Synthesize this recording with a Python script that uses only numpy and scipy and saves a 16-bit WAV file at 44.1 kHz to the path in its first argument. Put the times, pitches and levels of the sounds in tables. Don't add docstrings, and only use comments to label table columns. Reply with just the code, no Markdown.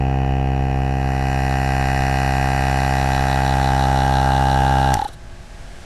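import sys
import numpy as np
from scipy import signal
from scipy.fft import rfft, irfft, next_fast_len
from scipy.io import wavfile
from scipy.ndimage import map_coordinates

SR = 44100
rng = np.random.default_rng(int(sys.argv[2]) if len(sys.argv) > 2 else 0)


def put_to_file(sound):
    columns = np.atleast_2d(sound).T
    safe = np.clip(columns, -1, 1)
    whole_steps = np.round(safe * 32767)
    wavfile.write(sys.argv[1], SR, whole_steps.astype(np.int16))


N = 257984
TIME = np.arange(N) / SR
SLAP_ANCHOR_S, COAST_FROM_S, OFF_S = 2.307, 4.9282, 4.941
STALL_HZ, VALVE_LIFT_HZ = 13, 25
PUFF_DELAY_S = .0005

# freq_hz, density_db
WIND_SPECTRUM = [(7.1, -20), (12, 1), (27, -16.5), (38, -4.5), (54, -12), (153, -19.5), (182, -24.5),
                 (239, -26), (300, -31), (390, -60), (660, -120)]
# freq_hz, density_db
HISS_SPECTRUM = [(88, -40), (150, -10.5), (317, -22), (356, -4.5), (432, -12), (659, -6.5), (1030, -14),
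                 (1660, -13), (2950, -17.5), (3650, -19), (5680, -21.5), (8180, -25), (10900, -31.5),
                 (12000, -37), (14800, -47)]
# time_s, level_db
HISS_LEVEL = [(0, -64.5), (4.9, -54), (5.25, -48), (5.85, -43.5)]
# centre_hz, half_width_hz, gain_db
HISS_MODES = [(1650, 64, 5), (7900, 54, -18), (11100, 160, -28)]
# pitch_hz, level_db
HUM_TONES = [(355.3, -56.5), (592.2, -60), (672.9, -57), (834.4, -58), (1120, -66), (1550, -63)]
# start_s, level_db, t60_s
SWITCH_CLICKS = [(4.939, -25, .004), (4.9403, -10, 0.0105), (4.9428, -23, 0.0046)]
# freq_hz, density_db
SWITCH_SPECTRUM = [(880, -30), (1500, -17), (1910, 4), (2310, -19), (2850, 0), (3910, -11), (5800, 0.5),
                   (6700, -10), (8110, -1), (9930, -23), (11600, -5), (13000, -20), (14800, -35)]
# freq_hz, density_db
INTAKE_SPECTRUM = [(200, -40), (500, -16), (820, 2), (1200, -16), (1700, -16), (4000, -44), (12000, -70)]
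# freq_hz, density_db
SCRAPE_SPECTRUM = [(1500, -14), (3200, -5), (3950, 9), (4700, -7), (5600, -1), (6800, -5), (8500, 0),
                   (10500, 0), (14500, -21)]
# time_s, stroke_rate_hz
CRANK_SPEED = [(0, 66.52), (2.6, 66.51), (3.2, 66.6), (4.5, 66.66)]
# time_s, place (0 shaded from the pump head, 1 in line with it, 2 close to the motor)
MIC_PATH = [(.5, 0.11), (.95, 0.24), (1.3, 0.64), (1.8, 0.91), (3.3, 1.25), (3.8, 1.61), (4.7, 1.92)]
# time_s, throb_db, valve_db, rasp_db
PUMP_GAINS = [(0, -18, 34, -18), (1.16, -19.5, 32, -17.5), (3.2, -19.5, 33, -15.5), (3.7, -18.5, 33, -17),
              (4.9, -18, 33, -19)]
# time_s, gain_db
RATTLE_GAIN = [(0, -31), (1.5, -13.5), (2.6, -11), (3.3, -0.5), (4.9, -4)]
# centre_hz, half_width_hz, gain_db
LINKAGE_MODES = [(2830, 87, -10), (3520, 180, -4.5), (3957, 160, 4), (4330, 80, -2), (5700, 220, -12)]
# centre_hz, half_width_hz, shaded_db, in_line_db, close_db
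GEAR_MODES = [(1407, 35, -30, -6.5, 5.5), (1590, 42, -11, -8.5, 5.5), (1793, 33, -12, 0, -22),
              (1938, 92, -19, -2, -15)]
# centre_hz, half_width_hz, gain_db
FIN_MODES = [(4720, 30, -2), (5720, 210, -5), (6970, 190, 0), (8320, 45, -15), (9810, 55, -11),
             (11200, 110, -17), (12700, 90, -9)]
# centre_hz, half_width_hz, shaded_db, in_line_db, close_db
RASP_MODES = [(496, 380, -3, -2.5, 5.5), (725, 64, -18, -6.5, 3), (1340, 280, -10.5, -2, 2.5),
              (1565, 225, -23, -3.5, -0.5), (1840, 240, -22, -4.5, -14.5), (2650, 500, -14, -13.5, -27),
              (2959, 28, -6, -4.5, 2.5), (3540, 940, -49, -52.5, -6), (4390, 630, -27.5, -9.5, -47),
              (5170, 140, -39, -12.5, -20), (5713, 470, -29, -12, -9), (6550, 740, -34, -27, -15.5),
              (7170, 166, -33.0, -10.5, -16), (8112.0, 800, -42, -20.0, -15), (8530, 260, -50, -18.5, -27),
              (9900, 920, -49, -23.5, -18), (11150, 700, -51.0, -18, -19.5), (12200, 1400, -42, -30, -26.5)]
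# harmonic_number, gain_db
THROB_HARMONICS = [(1, 1), (2, 1), (3, -9), (4, -9), (5, -13.5), (6, -14.5), (7, -13.5), (8, -18.5)]
# centre_hz, half_width_hz, shaded_db, in_line_db, close_db
HOUSING_MODES = [(664, 129, -20.5, -15, -11), (763, 62, -10.5, -4.0, -9), (824.5, 43.2, -36, -15.5, 2.5),
                 (1023, 173, -36, -23.5, -24), (1365, 68, -78, -47, -24.5), (1608, 57, -39, -15, -13.5),
                 (1798, 7.8, -30, -14.5, -28), (1949, 41, -31.5, -14.5, -30), (2250, 270, -40.5, -28, -42),
                 (2528, 70, -28.5, -18.5, -29.5), (2746, 56, -35, -24.5, -26), (2862, 41, -33, -22.5, -21),
                 (3660, 670, -57.5, -61, -34), (4570, 150, -57, -46, -74), (5620, 154, -53, -32.5, -43)]


def amp(db):
    return 10 ** (np.asarray(db) / 20)


def unit(x):
    return x / np.sqrt(np.mean(x ** 2) + 1e-20)


def curves(rows):
    times_s, *columns = np.transpose(rows)
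    return [np.interp(TIME, times_s, column) for column in columns]


def wobble(rate_hz):
    return map_coordinates(rng.standard_normal(int(N * rate_hz / SR) + 4), [TIME * rate_hz])


def bell(x, centre, spread):
    return np.exp(-((x - centre) / spread) ** 2)


def filtered(x, response):
    size = next_fast_len(N + 8192)
    return irfft(rfft(x, size) * response(np.fft.rfftfreq(size, 1 / SR)), size)[:N]


def noise(spectrum):
    freq_hz, db = np.transpose(spectrum)
    white = rng.standard_normal(N)
    return unit(filtered(white, lambda hz: amp(np.interp(np.log(hz + 1), np.log(freq_hz), db))))


def pulses(times_s, sizes):
    at = times_s[:, None] * SR
    taps = np.floor(at).astype(int) + np.arange(-7, 9)
    shape = np.sinc(taps - at) * np.cos(np.pi * (taps - at) / 16) ** 2
    return np.bincount(np.clip(taps, 0, N).ravel(), (sizes[:, None] * shape).ravel(), N + 1)[:N]


def ring(drive, modes, low_hz, size=8192):
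    centre_hz, half_width_hz, db = np.transpose(modes)
    hz = np.fft.rfftfreq(size, 1 / SR)
    peaks = amp(db)[:, None] / (1 + ((hz - centre_hz[:, None]) / half_width_hz[:, None]) ** 2)
    gain = np.linalg.norm(peaks, axis=0) * hz ** 4 / (hz ** 4 + low_hz ** 4)
    cepstrum = irfft(np.log(gain + 1e-5))
    cepstrum[1:size // 2] *= 2
    cepstrum[size // 2 + 1:] = 0
    impulse = irfft(np.exp(rfft(cepstrum)))[:size // 2]
    return signal.fftconvolve(drive, impulse)[:N]


def radiate(drive, modes, place, low_hz):
    modes = np.array(modes)
    weights = [np.maximum(1 - abs(place - k), 0) for k in range(3)]
    return sum(weight * ring(drive, modes[:, [0, 1, 2 + k]], low_hz) for k, weight in enumerate(weights))


def background(wind_db=-35.5, gust_db=0.5, rings_db=-58.5):
    hum = sum(np.sqrt(2) * amp(db) * np.sin(2 * np.pi * hz * TIME + .5 * wobble(11))
              for hz, db in HUM_TONES)
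    rings = amp(rings_db) * unit(ring(rng.standard_normal(N), HISS_MODES, low_hz=800))
    wind = amp(wind_db + gust_db * wobble(rate_hz=5.4)) * noise(WIND_SPECTRUM)
    hiss = amp(curves(HISS_LEVEL)[0]) * noise(HISS_SPECTRUM)
    return wind + hum + rings + hiss


def rocker_switch():
    envelope = sum(amp(db - 60 * np.maximum(TIME - start_s, 0) / t60_s) * (TIME >= start_s)
                   for start_s, db, t60_s in SWITCH_CLICKS)
    return envelope * noise(SWITCH_SPECTRUM)


def crank_knocks(strokes_s, rates_hz):
    blows = pulses(strokes_s, amp(1.5) * bell(rates_hz, centre=36, spread=14.3))
    bump = ring(blows, [(330, 260, 12), (1500, 420, 1)], low_hz=118)
    return bump + amp(3) * ring(blows, LINKAGE_MODES, low_hz=2000)


def coasting_piston(strokes_s, rates_hz, hoot_hz=831, hoot_db=-12, intake_db=-26.5, scrape_db=-40.5):
    hoots, suction, friction = np.zeros((3, N))
    for stroke_s, rate_hz in zip(strokes_s, rates_hz):
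        turns = (TIME - stroke_s) * rate_hz
        flow = (rate_hz > VALVE_LIFT_HZ) * bell(rate_hz, centre=39.8, spread=16)
        slide = bell(turns, centre=-.12, spread=.16)
        tone = np.sin(2 * np.pi * hoot_hz * (TIME - stroke_s - PUFF_DELAY_S))
        hoots += flow * bell(turns, centre=.31, spread=.17) * tone
        suction += flow * slide
        friction += bell(rate_hz, centre=26, spread=13) * slide
    intake = suction * noise(INTAKE_SPECTRUM)
    scrape = friction * noise(SCRAPE_SPECTRUM)
    return amp(hoot_db) * hoots + amp(intake_db) * intake + amp(scrape_db) * scrape


def rattle(strokes_s, beat_hz=5.97, sag_hz_per_s=.13, crest_s=3.49, depth_db=6, scatter_db=0.9,
           jitter_s=.00011, bounce_s=.0026):
    size_draw, time_draw, bounce_draw = rng.standard_normal((len(strokes_s), 3)).T
    from_crest_s = strokes_s - crest_s
    beats = beat_hz * from_crest_s - sag_hz_per_s * from_crest_s ** 2 / 2
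    looseness = np.tanh(2.3 * np.cos(2 * np.pi * beats) + 0.5)
    trend_db = np.interp(strokes_s, *np.transpose(RATTLE_GAIN))
    sizes = amp(trend_db + depth_db * looseness + scatter_db * size_draw)
    ticks_s = strokes_s - .0004 + jitter_s * time_draw
    rebounds_s = ticks_s + bounce_s * np.exp(0.28 * bounce_draw)
    ticks = pulses(ticks_s, sizes) + pulses(rebounds_s, 0.5 * sizes)
    return ring(ticks, LINKAGE_MODES, low_hz=2000)


def backlash(strokes_s, place, delay_s=.0067, scatter_db=4, jitter_s=.00014):
    time_draw, size_draw = rng.standard_normal((len(strokes_s), 2)).T
    taps = pulses(strokes_s + delay_s + jitter_s * time_draw, amp(scatter_db * size_draw))
    return amp(9) * radiate(taps, GEAR_MODES, place, low_hz=1020)


def rasp(turns, rate_hz, load, place, gain_db, rise_s=.0012, decay_s=.0028, fins_db=-35):
    since_open_s = (turns + 0.13) % 1 / np.maximum(rate_hz, 1)
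    spit = 2 * (1 - np.exp(-since_open_s / rise_s)) * np.exp(-since_open_s / decay_s)
    grind = np.sqrt(.3 + spit ** 2) * load ** 0.67 * rng.standard_normal(N)
    decorrelated = grind * rng.choice([-1, 1], N)
    fin_exposure = np.interp(place, [0, 1, 2], [.2, 1, .55])
    fins = amp(fins_db) * fin_exposure * ring(decorrelated, FIN_MODES, low_hz=3000)
    return amp(gain_db) * radiate(grind, RASP_MODES, place, low_hz=510) + fins


def throb(turns, load, level_db, lag_turns=0.056, waver_db=0.11):
    wave = -sum(amp(db) * np.sin(2 * np.pi * k * (turns - lag_turns)) for k, db in THROB_HARMONICS)
    wave /= wave[:round(OFF_S * SR)].std()
    return wave * amp(level_db + waver_db * wobble(rate_hz=12)) * load ** 1.85


def valve(strokes_s, place, gain_db, jitter_s=.000018, scatter_db=0.5, lead_s=.00022, fade_s=.03):
    size_draw, time_draw = rng.standard_normal((len(strokes_s), 2)).T
    force = np.exp(-np.maximum(strokes_s - OFF_S, 0) / fade_s)
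    times_s = strokes_s + jitter_s * time_draw
    slaps = pulses(times_s - lead_s, force * amp(scatter_db * size_draw))
    puffs = pulses(times_s + PUFF_DELAY_S, force)
    cavity = radiate(puffs, HOUSING_MODES[:4], place, low_hz=416)
    shell = radiate(slaps, HOUSING_MODES[4:], place, low_hz=730)
    return amp(gain_db) * (cavity + shell)


def crank(coast_tau_s=.1424):
    rate_hz = curves(CRANK_SPEED)[0] * np.exp(-np.maximum(TIME - COAST_FROM_S, 0) / coast_tau_s)
    rate_hz *= rate_hz > STALL_HZ
    turns = np.cumsum(rate_hz) / SR
    turns -= turns[round(SLAP_ANCHOR_S * SR)]
    strokes_s = np.interp(np.arange(np.ceil(turns[0]), turns[-1]), turns, TIME)
    return rate_hz, turns, strokes_s


def scene():
    rate_hz, turns, strokes_s = crank()
    load = np.maximum(rate_hz - STALL_HZ, 0) / (rate_hz.max() - STALL_HZ)
    powered_s, coasting_s = strokes_s[strokes_s < OFF_S], strokes_s[strokes_s > OFF_S]
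    coasting_hz = np.interp(coasting_s, TIME, rate_hz)
    place, = curves(MIC_PATH)
    throb_db, valve_db, rasp_db = curves(PUMP_GAINS)
    pump = throb(turns, load, throb_db) + valve(strokes_s, place, valve_db)
    pump += rasp(turns, rate_hz, load, place, rasp_db)
    run_down = crank_knocks(coasting_s, coasting_hz) + coasting_piston(coasting_s, coasting_hz)
    clatter = backlash(powered_s, place) + rattle(powered_s)
    return (pump + clatter + run_down + rocker_switch() + background())[None]


def record(dry):
    top_hz = 14900
    return filtered(dry[0], lambda hz: (hz < top_hz) * amp(np.interp(hz, [13500, 15000], [0, -5])))[None]


dry = scene()
out = record(dry)
put_to_file(out)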